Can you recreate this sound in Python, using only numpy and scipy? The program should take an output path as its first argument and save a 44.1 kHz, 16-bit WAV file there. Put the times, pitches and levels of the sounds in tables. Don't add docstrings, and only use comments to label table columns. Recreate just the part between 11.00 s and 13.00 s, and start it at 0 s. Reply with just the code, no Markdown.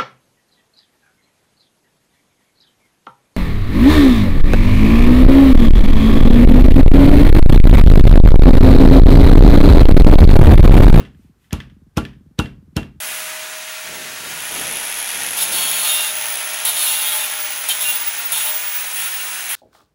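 import sys
import numpy as np
from scipy import signal
from scipy.fft import rfft, irfft, next_fast_len
from scipy.io import wavfile

SR = 44100
rng = np.random.default_rng(int(sys.argv[2]) if len(sys.argv) > 2 else 0)


def pcm_store(signal):
    levels = np.round(np.clip(np.atleast_2d(signal), -1, 1) * 32767)
    wavfile.write(sys.argv[1], SR, levels.astype(np.int16).T)


N = 88288


def amp(db):
    return 10 ** (np.asarray(db) / 20)


def along(points, hz):
    point_hz, values = np.transpose(points)
    return np.interp(np.log(hz + 1), np.log(point_hz + 1), values)


def clock():
    return np.arange(SR) / SR


def add(track, start_s, sound):
    start = int(round(start_s * SR))
    a, b = max(start, 0), min(start + len(sound), len(track))
    if b > a:
        track[a:b] += sound[a - start:b - start]


def noise(colour, size=SR):
    gain = amp(along(colour, np.fft.rfftfreq(size, 1 / SR)))
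    x = irfft(rfft(rng.standard_normal(size)) * gain, size)
    return x / x.std()


def bump(t, sigma_s):
    return np.exp(-.5 * (t / sigma_s) ** 2)


def rise(rise_s):
    return 1 - np.exp(-(clock() / rise_s) ** 2)


def fade(t60_s):
    return np.exp(-np.log(1000) * clock() / t60_s)


def burst(colour, rise_s, t60_s):
    return noise(colour) * rise(rise_s) * fade(t60_s)


def ringing(modes, scatter_db=0):
    return sum(amp(db + scatter_db * rng.standard_normal())
               * np.sin(2 * np.pi * hz * clock()) * fade(t60_s) for hz, db, t60_s in modes)


# frequency in Hz, noise density in dB. Same for every *_COLOUR table.
FLOOR_COLOUR = [(20, -9.5), (45, 12), (90, 9.5), (270, 0), (550, -13.5), (1500, -16), (2500, -23.5),
                (15000, -28.5)]

def room_tone():
    return amp(-59) * noise(FLOOR_COLOUR, size=N)


# frequency in Hz, T60 in seconds.
ROOM_DECAY = [(80, 0.87), (300, 0.32), (800, 0.28), (2500, .28), (6000, 0.23), (14000, 0.22)]
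REVERB_COLOUR = [(25, -24.5), (45, -7), (90, 0), (200, -2.5), (450, -0.5), (750, -4), (1400, -2.5),
                 (2100, -8), (2900, -6), (5000, -15.5), (7800, -20.5), (10500, -20), (15000, -30.5)]

def reverb(rise_s, colour=REVERB_COLOUR):
    hz, t, spectrum = signal.stft(noise(colour), SR, nperseg=256)
    decay = np.exp(-np.log(1000) * t / along(ROOM_DECAY, hz)[:, None])
    _, tail = signal.istft(spectrum * decay, SR, nperseg=256)
    return tail[:SR] * rise(rise_s)


# centre in seconds, sigma in seconds, level in dB.
HAND_SLIDES = [(0.225, 0.063, -67.5), (0.45, 0.044, -65.5)]
RUSTLE_COLOUR = [(150, -18.5), (600, 1), (2500, 7.5), (5000, -1), (9000, 0), (15000, -3)]

def rustle():
    t = np.arange(N) / SR
    envelope = sum(amp(db) * bump(t - s, sigma_s) for s, sigma_s, db in HAND_SLIDES)
    return envelope * noise(RUSTLE_COLOUR, size=N)


# delay after the knock in seconds, level in dB.
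FLUTTER_THUMPS = [(0.142, -39.5), (0.189, -43.5), (0.235, -41), (0.288, -42.5), (0.336, -43)]
FLUTTER_SWELLS = [(.207, -42.5), (0.291, -46.5)]

def flutter(knock_times_s):
    out, t = np.zeros(N), clock()
    start_hz, end_hz, glide_s, rise_s = 337, 60.6, .0115, .0061
    swell_hz, swell_centre_s = 79.6, .5
    hz = end_hz + (start_hz - end_hz) * np.exp(-t / glide_s)
    envelope = t / rise_s * np.exp(1 - t / rise_s)
    thump = np.sin(2 * np.pi * np.cumsum(hz) / SR) * envelope
    swell_t = t - swell_centre_s
    swell = np.sin(2 * np.pi * swell_hz * swell_t) * bump(swell_t, sigma_s=.015)
    for s in knock_times_s:
        for delay_s, db in FLUTTER_THUMPS:
            tick = amp(-26) * burst(CLACK_COLOUR, rise_s=.001, t60_s=.03)
            add(out, s + delay_s, amp(db) * (thump + tick))
        for delay_s, db in FLUTTER_SWELLS:
            add(out, s + delay_s - swell_centre_s, amp(db) * swell)
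    return out


# start in seconds, level in dB, relative tick level in dB.
RATTLE_HITS = [(0.0512, -9, -19), (.148, -33.5, 4), (.444, -29, -9), (.5086, -9, -5.5), (0.603, -1.5, 0),
               (0.6988, -19, -8), (1.0516, -0.5, 1), (1.132, -21, -8.5), (1.4582, -5, -3.5),
               (1.8304, -9.5, 2.5)]
# frequency in Hz, level in dB, T60 in seconds. Same for every *_MODES table.
LOOSE_MODES = [(1755, -32, 0.049), (2012, -33, 0.042), (2597, -40, 0.035), (3105, -33.5, 0.029),
               (3323, -37.5, 0.035)]
RATTLE_COLOUR = [(400, -15.5), (1300, -3.5), (1750, 2.5), (2050, -2), (2450, -2.5), (3250, -1.5),
                 (4200, -11.5), (5300, -11.5), (7000, -22), (15000, -28.5)]

def rattles():
    out = np.zeros(N)
    for s, db, tick_db in RATTLE_HITS:
        tick = amp(tick_db - 25) * burst(RATTLE_COLOUR, rise_s=.00035, t60_s=.011)
        ring = amp(-1) * ringing(LOOSE_MODES, scatter_db=2)
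        tail = amp(-42.5) * reverb(rise_s=.0021, colour=RATTLE_COLOUR)
        add(out, s, amp(db) * (tick + ring + tail))
    return out


GLASS_MODES = [(2743, -28, 0.21), (2840, -32.5, 0.058), (3229, -43.5, 0.084), (3784, -49, .13),
               (5700, -50, 0.08)]

def glass(db):
    return amp(db) * ringing(GLASS_MODES, scatter_db=4)


BRUSH_COLOUR = [(200, 9.5), (1000, -6), (2500, -2), (4500, -8.5), (8000, -19), (15000, -25.5)]

def finger_brush(out, s, db):
    lead_s = .0048
    swell = burst(BRUSH_COLOUR, rise_s=.00024, t60_s=.021)[::-1]
    add(out, s - 1, amp(db - 26) * swell)
    add(out, s - lead_s, amp(db - 32.5) * burst(BRUSH_COLOUR, rise_s=.00023, t60_s=.037))


SMACK_COLOUR = [(300, -9), (1200, -10), (2100, -9), (2650, 7), (3600, -14), (4400, -4), (5400, 1),
                (6800, -3.5), (8000, -12.5), (11000, -6), (15000, -18.5)]

def smack(out, s, db, pop_hz, pop_db):
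    add(out, s - .0002, amp(db - 11) * burst(SMACK_COLOUR, rise_s=.00018, t60_s=.0062))
    add(out, s, amp(pop_db - 13) * np.sin(2 * np.pi * pop_hz * clock()) * fade(t60_s=.0077))


PALM_DELAY_S = .0058
DESK_UPPER_MODES = [(352.4, -40, 0.3), (562, -44.5, 0.23), (666, -38, 0.22), (836, -29, 0.1),
                    (948, -29, .06), (1157, -34.5, 0.14), (1381, -26.5, 0.096), (1456, -27, .06),
                    (1650, -39.5, 0.091)]
CLACK_COLOUR = [(200, -12.5), (450, -0.5), (700, -4.5), (950, -1), (1400, -6.5), (2000, -28.5), (2900, -3),
                (4500, -22.5), (8000, -23.5), (15000, -31.5)]

def wood_clack(out, s, db):
    add(out, s, amp(db - 18) * burst(CLACK_COLOUR, rise_s=.0015, t60_s=.031))
    wood = ringing(DESK_UPPER_MODES, scatter_db=3)
    palm = amp(-19.5) * burst(CLACK_COLOUR, rise_s=.00085, t60_s=.044)
    add(out, s + PALM_DELAY_S, amp(db) * (wood + palm))


DESK_LOW_MODES = [(51.6, -35, 0.661), (68.0, -37.5, 0.84), (88, -15, 0.135), (125.7, -29.5, 0.49),
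                  (141.2, -31.5, 0.613), (173, -7, 0.027), (161.8, -36.5, 0.819), (201.3, -22.5, 0.46),
                  (235, -19.5, 0.307), (267.4, -24.5, 0.23), (291, -26.5, 0.44), (306.2, -12, 0.15),
                  (391.5, -24, 0.282), (460, -21, 0.196)]

def boom(out, s, db, softness_ms):
    pad_s, lag_s, air_lead_s, rebound_s = .01, .0017, .0021, .0584
    t = clock() - pad_s
    force = bump(t, sigma_s=softness_ms / 1000)
    desk = -signal.fftconvolve(ringing(DESK_LOW_MODES), force / force.sum())[:SR]
    air = amp(-10) * bump(t + air_lead_s, sigma_s=.00068)
    add(out, s - pad_s + lag_s, amp(db) * (desk + air))
    add(out, s - pad_s + rebound_s, amp(db - 18) * desk)


# start in seconds, boom in dB, palm softness in ms, clack, smack, brush and glass in dB,
# air pop pitch in Hz, pop and room in dB. Levels are trims on each layer.
HAND_KNOCKS = [(-.042, -4, 0.47, -11, 6, -11, -9.5, 3000, -5, 0),
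               (0.5301, -1.5, 0.83, -9.5, -1, 3, -11.5, 2650, -1.5, -3.5),
               (0.9732, -0.5, 0.4, 2, -4, 4.5, -9, 2690, -6.5, 0),
               (1.3905, -0.5, 0.49, 1, -1, -1.5, -3, 3760, 3, 0.5),
               (1.7665, -2, 0.54, -1, 0, -1, -4.5, 4270, -1.5, -1)]

def knocks():
    out = np.zeros(N)
    for (s, boom_db, softness_ms, clack_db, smack_db, brush_db, glass_db,
         pop_hz, pop_db, room_db) in HAND_KNOCKS:
        boom(out, s, boom_db, softness_ms)
        finger_brush(out, s, brush_db)
        smack(out, s, smack_db, pop_hz, pop_db)
        wood_clack(out, s, clack_db)
        add(out, s + PALM_DELAY_S, glass(glass_db))
        add(out, s, amp(room_db - 29.5) * reverb(rise_s=.0044))
    return out


def scene():
    knock_times_s = [s for s, *_ in HAND_KNOCKS]
    return (knocks() + rattles() + flutter(knock_times_s) + rustle() + room_tone())[None]


def record(dry):
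    low_cut_hz, top_hz = 42, 15200
    size = next_fast_len(N + SR // 2)
    hz = np.fft.rfftfreq(size, 1 / SR)
    highpass = signal.cheby1(N=5, rp=1, Wn=low_cut_hz, btype="high", fs=SR, output="sos")
    spectrum = rfft(signal.sosfilt(highpass, dry), size)
    return irfft(spectrum / np.sqrt(1 + (hz / top_hz) ** 90), size)[:, :N]


dry = scene()
out = record(dry)
pcm_store(out)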